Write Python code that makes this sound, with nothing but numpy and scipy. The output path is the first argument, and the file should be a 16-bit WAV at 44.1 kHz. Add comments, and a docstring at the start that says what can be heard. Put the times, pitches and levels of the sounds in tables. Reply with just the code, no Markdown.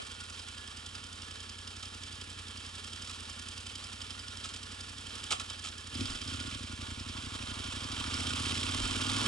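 """A twin-cylinder motorcycle idles close by on a forest road, drops into gear, blips the throttle
and pulls away. The cylinders fire unevenly into the silencer and set it booming; the valve gear ticks
once a cycle over the whirr of the cases. As the wheels turn, chain and tyres hiss and the first gusts
of headwind buffet a small stereo microphone on the rider."""
import sys
import numpy as np
from scipy import signal
from scipy.fft import rfft, irfft
from scipy.io import wavfile

SR = 44100
rng = np.random.default_rng(int(sys.argv[2]) if len(sys.argv) > 2 else 0)


def int16_out(signal):
    """Quantize to a 16-bit WAV file."""
    q = np.round(np.clip(np.atleast_2d(signal).T, -1, 1) * 32767)
    wavfile.write(sys.argv[1], SR, q.astype(np.int16))


N = 408807
BLIP_S, SHUT_S, PULL_S, THROTTLE_MOVE_S = 5.92, 6.056, 6.19, 0.046
IDLE_RPM, MAX_CYCLES = 1300, 200   # a cycle is two turns of the crank


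def from_db(db):
    """Decibels to amplitude."""
    return 10 ** (np.asarray(db) / 20)


def unit_rms(x):
    """Scale to an rms of 1."""
    return x / np.sqrt(np.mean(x ** 2) + 1e-20)


def delayed(x, delay_s):
    """The same signal, arriving later."""
    return np.pad(x, (round(delay_s * SR), 0))[:N]


def over_time(rows):
    """One curve per column, through rows that begin with a time in seconds."""
    times, *columns = np.transpose(rows)
    return [np.interp(np.arange(N) / SR, times, column) for column in columns]


def over_frequency(rows):
    """One curve per column across the FFT bins, interpolated in log frequency."""
    freqs, *columns = np.transpose(rows)
    hz = np.arange(N // 2 + 1) * SR / N + 1
    return [np.interp(np.log(hz), np.log(freqs), column) for column in columns]


def coloured_noise(spectrum):
    """Noise of rms 1 with this spectral shape."""
    shape_db, = over_frequency(spectrum)
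    return unit_rms(irfft(rfft(rng.standard_normal(N)) * from_db(shape_db), N))


def drift(rate_hz):
    """Random wander of rms 1, smoothed above rate_hz."""
    step = 40   # samples per point
    pole = np.exp(-2 * np.pi * rate_hz * step / SR)
    noise = rng.standard_normal(N // step + 2002)
    slow = signal.lfilter([1], [1, -2 * pole, pole * pole], noise)[2000:]
    return np.interp(np.arange(N) / step, np.arange(len(slow)), unit_rms(slow))


def ring(clicks, hz, t60):
    """A unit click starts a decaying sine of height 1."""
    pole, angle = from_db(-60 / (t60 * SR)), 2 * np.pi * hz / SR
    return signal.lfilter([0, np.sin(angle)], [1, -2 * pole * np.cos(angle), pole * pole], clicks + 1e-18)


def headwind():
    """Gusts press on both microphone ports in low, lumpy swings."""
    # gusts: centre_s, level_db, half_length_s
    gusts = [(6.124, -45.5, 0.056), (8.684, -52, 0.044), (8.76, -50, .04), (8.825, -40, 0.035),
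             (8.9, -49, .04), (8.97, -51, 0.06)]
    t = np.arange(N) / SR
    lumps = coloured_noise([(12, -13), (25, -6), (40, 0), (55, -2), (120, -27), (400, -58)])
    out = np.zeros(N)
    for centre_s, db, half_s in gusts:
        swell = np.exp(-((t - centre_s) / half_s) ** 2)
        gust = swell * lumps
        out += from_db(db) * gust * np.sqrt(np.sum(swell ** 2) / np.sum(gust ** 2))
    return out


def chain_and_tyres():
    """A grainy midrange hiss grows as the wheels start to turn."""
    # rise of the hiss: time_s, level_db
    levels = [(6.3, -83), (6.7, -62.5), (7.7, -54.5), (8.2, -51.5), (8.7, -52.5), (9.27, -43)]
    # its colour: freq_hz, density_db
    spectrum = [(300, -28), (500, -11), (750, -9), (950, 0), (1150, 2), (1500, -5), (2500, -32)]
    return from_db(over_time(levels)[0] + 2.1 * drift(41)) * coloured_noise(spectrum)


def gear_rattles():
    """Short grating clashes of metal; only the hard ones reach the low ring of the gearbox."""
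    # gear lever, clutch and loose parts: start_s, strength_db, rise_s, t60_s
    hits = [(0.066, -25, 0.0016, 0.038), (1.825, -24, 0.0047, 0.073), (3.07, -25, 0.004, 0.065),
            (3.0945, -25, .0015, 0.06), (3.128, -33, .004, 0.18), (4.435, -23.5, 0.011, 0.18),
            (4.489, -23, 0.0049, 0.031), (4.536, -22.5, 0.0031, 0.036), (4.561, -26, 0.0022, 0.066),
            (5.304, -15.5, 0.0054, 0.14), (5.318, -13, 0.0036, 0.046), (5.326, -32, 0.003, 0.032),
            (5.397, -19, 0.0012, 0.046), (5.413, -29, 0.0024, 0.04), (5.498, -21.5, 0.0032, 0.051),
            (5.639, -23.5, 0.0027, 0.07), (5.65, -28, 0.001, 0.052), (5.659, -29, 0.0018, 0.044),
            (5.67, -29, .001, .07), (5.685, -27, .003, 0.036), (5.87, -25, .003, 0.038),
            (5.941, -29, 0.0018, .06)]
    # clashing metal: freq_hz, density_db
    spectrum = [(88, -47), (150, 1), (276, -8), (425, -3.5), (1040, 0.5), (1320, 13.5), (1500, -8.5),
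                (2030, -5), (2760, 0), (3000, -1), (3300, 2.5), (3650, -1.5), (4020, 1), (4320, -2),
                (5170, 1), (5860, -5), (6400, -4), (6800, 0), (7150, -6), (7500, -1.5), (11000, -17),
                (14300, -54), (22000, -120)]
    bright, deep, t = np.zeros(N), np.zeros(N), np.arange(SR // 2) / SR
    for start_s, db, rise_s, t60 in hits:
        at = round(start_s * SR)
        burst = from_db(db - 11 - 60 * t / t60) * np.minimum(t / rise_s, 1)
        bright[at:at + len(t)] += burst
        deep[at:at + len(t)] += burst * from_db(min(0.79 * (db + 12.5), 0) - 100 * t)
    clash = coloured_noise(spectrum) * from_db(0.36 * drift(200))
    low = signal.sosfiltfilt(signal.butter(2, 1900, fs=SR, output="sos"), clash)
    return bright * (clash - low) + delayed(deep, 0.0056) * low   # the ring follows the clash


def contact_envelope(contacts, cycle, load, uneven_db):
    """Engine parts touch at the same point of each cycle, with a new strength every time."""
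    power = np.zeros(N)
    for position, half_length, unloaded_db, loaded_db in contacts:
        count, phase = np.divmod(cycle - position + 1.5, 1)
        chance = np.clip(rng.standard_normal(MAX_CYCLES), -2, 2)[count.astype(int)]
        db = unloaded_db + load * (loaded_db - unloaded_db) + uneven_db * (0.66 - load) * chance
        swell = np.exp(-((phase - .5) / half_length) ** 2)
        power += (from_db(db) * swell) ** 2
    return np.sqrt(power)


def case_whirr(cycle, load):
    """Gears and chains whirr inside the cases, swelling as the pistons knock."""
    # cases running light: freq_hz, density_db
    whirr = [(180, -11.5), (300, -2.5), (328, -11), (431, -3.5), (667, -12.5), (1420, 0.5), (1550, -8.5),
             (1720, -3), (2060, -9.5), (3150, -2.5), (4190, -4.5), (5020, -3), (6020, -10), (7660, -10),
             (11000, -16.5), (14300, -117), (22000, -120)]
    # cases under load: freq_hz, density_db
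    roar = [(180, -3.5), (300, -7), (406, -6), (741, -14), (1000, -11), (1150, -3), (1420, -4), (1550, -9),
            (1830, -10), (2290, -7.5), (3200, -2.5), (4070, -5), (5420, -6), (6020, -11.5), (7430, -11),
            (11000, -19), (14300, -101), (22000, -120)]
    # piston knocks: position_cycles, half_length_cycles, unloaded_db, loaded_db
    pistons = [(0.465, 0.061, -12, 0.5), (0.84, 0.15, -4, -2.5), (0.9, 0.04, -25, 1.5),
               (0.38, 0.21, -2, -16.5), (0.032, 0.15, -7, -6), (0.597, 0.064, -13, -5)]
    body = unit_rms((1 - load) * coloured_noise(whirr) + load * coloured_noise(roar))
    knocks = from_db(2.5) * contact_envelope(pistons, cycle, load, uneven_db=0.65)
    flicker = from_db(0.32 * drift(1.4) + drift(44) + drift(100))
    return body * flicker * np.hypot(from_db(-3 * load), knocks)


def valve_ticks(cycle, load):
    """Each contact in the valve gear gives a bright tick of noise."""
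    # colour of a tick: freq_hz, density_db
    spectrum = [(1500, -25), (2200, -12.5), (3200, -0.5), (4300, -9.5), (5000, -1), (6000, -5.5),
                (7500, -4.5), (9000, -5.5), (11000, -17)]
    # valve gear contacts: position_cycles, half_length_cycles, unloaded_db, loaded_db
    contacts = [(0.924, 0.049, -1.5, -6.5), (0.32, 0.059, -30, 4), (0.26, 0.037, -13, -14),
                (0.9, 0.024, -38, 9.5), (0.83, 0.028, -27, -0.5), (0.438, 0.025, -39, -11),
                (0.23, 0.071, -10.5, -1.5), (0.56, 0.26, -21.5, -5.5)]
    return coloured_noise(spectrum) * contact_envelope(contacts, cycle, load, uneven_db=0.9)


def valve_seating(cycle, level_db, uneven_db):
    """A valve snaps shut every cycle, bounces once and rings the cylinder head."""
    # modes of the head: pitch_hz, gain_db, t60_s
    head_modes = [(3090, -8.5, .03), (3430, -10, 0.034), (4700, -7.5, 0.036), (4877, 1, 0.032),
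                  (5110, 0.5, 0.03), (5590, -4, 0.019), (6580, -7, .02), (7400, -11.5, 0.023),
                  (8530, -24, .015), (9700, -13, .012)]
    # the hardest seatings, each taking the place of the nearest regular one: start_s, strength_db
    hard_seats = [(0.8636, -37.5), (0.953, -37.5), (1.3109, -41), (1.4945, -36), (1.6751, -38),
                  (1.8537, -39), (2.0358, -41), (2.2133, -39), (2.4833, -40.5), (2.5735, -37),
                  (2.8444, -42), (3.2984, -39), (3.487, -47), (3.578, -36), (3.667, -37), (3.7547, -36),
                  (3.8422, -38.5), (4.017, -35.5), (4.1058, -36), (4.1936, -39.5), (4.283, -39),
                  (4.3708, -38), (4.6309, -39), (4.808, -37), (5.9515, -33), (6.0086, -35), (6.0555, -33),
                  (6.1035, -33.5), (6.2158, -35), (6.277, -36), (6.4036, -36), (6.4715, -38), (6.5475, -42),
                  (6.818, -40), (6.997, -39), (7.09, -39), (7.2495, -39), (7.8376, -35), (7.917, -34),
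                  (8.1409, -29)]
    at = np.flatnonzero(np.diff(np.floor(cycle + .082)))
    db = level_db[at] + uneven_db * rng.standard_normal(MAX_CYCLES)[:len(at)]
    for start_s, hard_db in hard_seats:
        nearest = np.argmin(abs(at - start_s * SR))
        at[nearest], db[nearest] = round(start_s * SR), hard_db - 6.5
    out = np.zeros(N)
    for hz, mode_db, t60 in head_modes:
        snap_chance, gap_chance, bounce_chance = rng.standard_normal((MAX_CYCLES, 3))[:len(at)].T
        gap_s = .0025 + .0008 * np.clip(gap_chance, -2, 2)
        clicks = np.zeros(N + SR)
        clicks[at] = from_db(db + mode_db - 2.5 + 2.1 * snap_chance)
        clicks[at + np.round(gap_s * SR).astype(int)] = from_db(db + mode_db - 1.5 + 2.7 * bounce_chance)
        out += ring(clicks[:N], hz, t60)
    return out


def case_resonance(shake):
    """The engine cases lift narrow bands out of whatever shakes them."""
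    # steady case modes: pitch_hz, width_hz, lift_db
    steady_modes = [(843, 15, 5), (1107, 28, 4), (2307, 75, 6.5), (2600, 76, 5.5), (2833, 84, 4.5),
                    (3074, 60, 5.5), (3138, 47, 7), (3307, 50, 3.5), (3356, 54, 4), (3470, 38, 5.5),
                    (3764, 160, 4), (5000, 45, 0.5), (5260, 58, 3), (5465, 60, 5), (6700, 80, -0.5),
                    (7400, 66, 4), (8230, 90, 0.5)]
    # two whining modes: pitch_hz, width_hz
    whine_modes = [(1430, 19), (1690, 31)]
    # the whines come and go: time_s, lower_lift_db, upper_lift_db
    whine_lifts = [(0, 10, 8), (.3, 6.5, -5), (.6, 7, 12.5), (.9, 5, 8), (1.15, 9, -3), (1.35, -8, 12),
                   (1.7, 0, 6), (2.3, -2, 9), (2.7, 0, 7), (3.1, 3, -1), (3.4, 7, 9.5), (3.7, 2, -6),
                   (4.2, 9, 3), (4.35, 5, 6), (5.2, 4, 3), (5.9, 3, 9.5), (6.15, 9, 1), (6.35, 11, 10),
                   (6.8, 10, 9), (7.7, 10.5, 8), (8.6, 9.5, 5.5), (9.27, 11, 7)]
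    hz = np.arange(N // 2 + 1) * SR / N
    lift_db = sum(db / (1 + (2 * (hz - pitch) / width) ** 2) for pitch, width, db in steady_modes)
    out = irfft(rfft(shake) * from_db(lift_db), N)
    for (pitch, width), db in zip(whine_modes, over_time(whine_lifts)):
        out += (from_db(db) - 1) * signal.lfilter(*signal.iirpeak(pitch, pitch / width, SR), shake)
    return out


def throttle():
    """Load (0-1) through blip, shut and pull-away, and how free of the clutch the engine spins (0-1)."""
    closed_load, open_load, clutch_take_up_s = 0.19, 0.87, 0.89
    t = np.arange(N) / SR
    blip, shut, pull = [np.clip((t - s) / THROTTLE_MOVE_S, 0, 1) for s in (BLIP_S, SHUT_S, PULL_S)]
    load = closed_load + (open_load - closed_load) * (blip - 0.49 * (shut - pull))
    free = blip * np.clip(1 - (t - PULL_S) / clutch_take_up_s, 0, 1)
    return load, free


def gas_rush(rev_octaves, level_db, load):
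    """Turbulence at the exhaust outlet makes a low, fluttering rush."""
    # colour of the rush: freq_hz, density_db
    spectrum = [(60, -30), (110, 5), (170, 1), (300, -6), (450, -12), (800, -28)]
    rush_db = level_db - 5 - 8.8 * load - 2.6 * rev_octaves + 2 * drift(35)
    return from_db(rush_db) * coloured_noise(spectrum)


def silencer_outlet(pulses, rpm):
    """The silencer softens the pulses, and its small outlet radiates no deep bass."""
    hollow_hz, hollow_width_hz = 178, 17.6   # a side chamber swallows this band
    out = signal.sosfilt(signal.butter(2, 363, fs=SR, output="sos"), pulses)
    out = signal.sosfilt(signal.butter(2, 44.6, "high", fs=SR, output="sos"), out)
    out -= 0.72 * signal.lfilter(*signal.iirpeak(hollow_hz, hollow_hz / hollow_width_hz, SR), out)
    bass = signal.sosfiltfilt(signal.butter(2, 62, fs=SR, output="sos"), out)
    out -= np.clip(0.85 * np.log2(rpm / 1400), 0, .9) * bass   # the bass thins as the revs rise
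    # faster firing packs the same level into smaller pulses
    return from_db(4.5) * out / np.sqrt(rpm / IDLE_RPM)


def exhaust(cycle, rpm, level_db, load, uneven_db):
    """Firings 270 and 450 crank degrees apart kick the silencer's modes, no two charges alike."""
    # silencer modes: pitch_hz, first_cylinder_db, second_cylinder_db, load_change_db,
    # db_per_rpm_doubling, unloaded_t60_s, loaded_t60_s
    modes = [(36, -12, -15, -16, -18, 0.11, .1), (60.3, -0.5, 7, 10.5, -18, 0.21, 0.028),
             (88.5, 9, 6.5, -8, -7.5, 0.17, 0.11), (103.5, -0.5, -0.5, 5.5, 4.5, 0.01, 0.083),
             (219.4, 2, 1, 7, -15.5, 0.1, 0.042), (236.7, -5.5, 1.5, 1, 9.5, 0.04, 0.015),
             (276, -8, -5, 8.5, 2, 0.28, 0.085), (351, -1, 0, -1, -3, 0.11, 0.074)]
    # the pulse runs back and forth in the header: delay_s, gain_db
    echoes = [(0.0122, -10), (0.024, -16.5)]
    t, out = np.arange(N) / SR, np.zeros(N)
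    rev_octaves = np.log2(rpm / IDLE_RPM)
    # running down on a shut throttle, both cylinders pop late, the first one louder
    overrun = (t > SHUT_S) & (t < PULL_S + THROTTLE_MOVE_S / 2)
    overrun_late_s, overrun_db = (.0105, .007), (2.5, -9)
    # the exhaust valves open early; load and revs bring the pulses further forward
    lead_cycles = 0.0479 + load * (.01 + .022 * np.maximum(np.log2(rpm / 1500), 0))
    firings = [np.flatnonzero(np.diff(np.floor(cycle + lead_cycles + offset)))
               for offset in (3 / 8, .005 * load)]
    chamber = signal.butter(2, [190, 330], "band", fs=SR, output="sos")
    charge = rng.standard_normal((MAX_CYCLES, 2))
    for hz, first_db, second_db, load_db, rev_db, unloaded_t60, loaded_t60 in modes:
        mode_db = level_db + load_db * load + rev_db * rev_octaves
        kicks = np.zeros(N)
        for cylinder, (at, db) in enumerate(zip(firings, (first_db, second_db))):
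            # high modes vary most, and weak idling charges burn less evenly than full ones
            chance = charge[:, cylinder] + hz / 250 * rng.standard_normal(MAX_CYCLES)
            burn_db = uneven_db * (1.3 - load[at]) * chance[:len(at)]
            late = round(overrun_late_s[cylinder] * SR) * overrun[at]
            kicks[at + late] = -from_db(mode_db[at] + db + burn_db + overrun_db[cylinder] * overrun[at])
        if hz > 180:   # upper modes are fed through a chamber and swell in
            kicks = from_db(2) * signal.sosfilt(chamber, kicks)
        else:   # the big volumes fill a little later
            kicks = delayed(kicks, 0.0044)
        out += ring(kicks * (1 - load), hz, unloaded_t60) + ring(kicks * load, hz, loaded_t60)
    # under load the sharp upper part of the pulse comes back stronger
    reflected = out + (from_db(2 * load) - 1) * signal.sosfiltfilt(chamber, out)
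    out += sum(from_db(db + 4.5 * rev_octaves) * delayed(reflected, delay_s) for delay_s, db in echoes)
    return silencer_outlet(out, rpm) + gas_rush(rev_octaves, level_db, load)


def stereo_microphone(mid, scatter_s):
    """The two ports differ in gain and phase, and in what rider, tank and road scatter to them."""
    # left port against right: freq_hz, balance_db, left_lead_rad, coherence
    ports = [(43, 1.5, 0.14, 0.99), (173, 1, 0.2, 0.94), (344, 1.5, 0.51, 0.92), (500, -4, 0.15, 0),
             (670, -2.5, 4.4, 0.9), (860, -0.5, 1.5, 0.56), (1119, -4, 1.26, .9), (1722, -4, 1.8, 0.87),
             (2170, -4.5, 1.24, 0.8), (2720, -8.5, 1.2, 0.8), (3875, -4, 1.05, 0.92),
             (5598, -3, 0.72, 0.99), (8700, -2.5, 0.63, 0.76), (11100, 0, 0.26, 0.96)]
    balance_db, lead_rad, coherence = over_frequency(ports)
    t = np.arange(SR // 5) / SR
    tail = rng.standard_normal(len(t)) * np.exp(-t / scatter_s)
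    scatter = rfft(tail / np.sqrt(np.sum(tail ** 2)), N)
    left_power, right_power = from_db(balance_db), from_db(-balance_db)
    cross = coherence * np.exp(1j * lead_rad)
    mid_power = left_power + right_power + 2 * cross.real
    side_power = left_power + right_power - 2 * cross.real
    direct = (left_power - right_power + 2j * cross.imag) / mid_power
    diffuse = np.sqrt(np.maximum(side_power / mid_power - np.abs(direct) ** 2, 0))
    side = irfft(rfft(mid) * (direct + diffuse * scatter), N)
    return np.array([mid + side, mid - side])


def scene():
    """The motorcycle from the saddle: one crankshaft times the exhaust, pistons and valves."""
    # crankshaft: time_s, speed_rpm
    crank_speed = [(0.0, 1251.7), (0.25, 1314.9), (0.65, 1253.0), (0.75, 1261.4), (1.0, 1388.5),
                   (1.1, 1339.8), (1.25, 1307.2), (1.5, 1308.2), (1.65, 1337.1), (2.05, 1334.2),
                   (2.25, 1368.6), (2.4, 1313.1), (2.5, 1327.8), (2.7, 1326.9), (3.0, 1354.4),
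                   (3.25, 1266.5), (3.35, 1263.1), (3.75, 1382.6), (4.0, 1354.5), (4.15, 1367.9),
                   (4.25, 1344.1), (4.5, 1392.9), (4.6, 1372.1), (4.75, 1361.8), (5.25, 1413.5),
                   (5.65, 1270.1), (5.75, 1296.3), (5.9, 1357.4), (6.04, 2600.0), (6.12, 2440.0),
                   (6.2, 1833.0), (6.3, 2047.9), (6.5, 1571.2), (6.65, 1307.9), (6.85, 1284.4),
                   (7.3, 1446.3), (7.4, 1466.4), (7.7, 1409.1), (7.8, 1449.7), (7.95, 1546.2),
                   (8.2, 1872.4), (8.3, 1862.6), (8.45, 1929.6), (8.6, 2130.6), (9.0, 2261.9),
                   (9.27, 2619.8)]
    # base levels of the engine: time_s, exhaust_db, whirr_db
    engine_levels = [(0, -59.5, -45.5), (.5, -59, -47), (2.5, -57.5, -47.5), (3, -58, -45.5),
                     (3.3, -57.5, -46), (5.0, -57, -46.5), (5.2, -56.5, -43.5), (5.6, -58, -46.5),
                     (5.9, -57.5, -47), (5.94, -44, -41), (6.01, -38.5, -39.5), (6.06, -46.5, -38),
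                     (6.15, -48, -37.5), (6.18, -54, -39.5), (6.205, -55, -40), (6.23, -46.5, -41),
                     (6.33, -45, -41), (6.45, -47, -42), (6.7, -50.5, -44.5), (7.8, -48.5, -40.5),
                     (8.15, -43.5, -37), (8.4, -43.5, -36), (9, -43, -35.5), (9.27, -38, -32.5)]
    # the valve tick swells and sinks: time_s, change_db
    tick_swell = [(0, -1.5), (.3, 2), (.7, 0.5), (.85, 1.5), (1.6, 0), (1.8, 0.5), (2.1, 1.5), (2.4, 0),
                  (2.9, 3.5), (3.2, -1), (3.5, 4), (4.2, -1.5), (4.5, 0.5), (5.2, 1.5), (5.6, 0.5),
                  (6.1, -2.5), (6.5, -1), (7, -5), (7.5, -4), (7.9, -6), (8.2, -2), (8.6, -2), (9.27, -2)]
    rpm, = over_time(crank_speed)
    rev_octaves = np.log2(rpm / IDLE_RPM)
    cycle = .687 + np.cumsum(rpm) / (120 * SR)
    exhaust_db, whirr_db = over_time(engine_levels)
    load, free = throttle()
    tick_over_whirr_db = 9 - 8.5 * load - 1.5 * free + rev_octaves + over_time(tick_swell)[0]
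    # against the ticks, the valve seats harder revving free and under load
    seat_db = whirr_db + tick_over_whirr_db - 14 + 6 * free + 5.5 * load - 3 * rev_octaves
    pipes = exhaust(cycle, rpm, exhaust_db, load, uneven_db=0.45)
    whirr = case_whirr(cycle, load)
    ticks = from_db(tick_over_whirr_db) * valve_ticks(cycle, load)
    seats = valve_seating(cycle, seat_db, uneven_db=2)
    metal = case_resonance(from_db(whirr_db - 4.5) * (whirr + ticks) + seats + gear_rattles())
    return stereo_microphone(pipes + metal + chain_and_tyres() + headwind(), scatter_s=0.029)


def record(dry):
    """The treble ends steeply above 11.1 kHz."""
    return signal.sosfilt(signal.ellip(10, .5, 70, 11100, fs=SR, output="sos"), dry)


dry = scene()
out = record(dry)
int16_out(out)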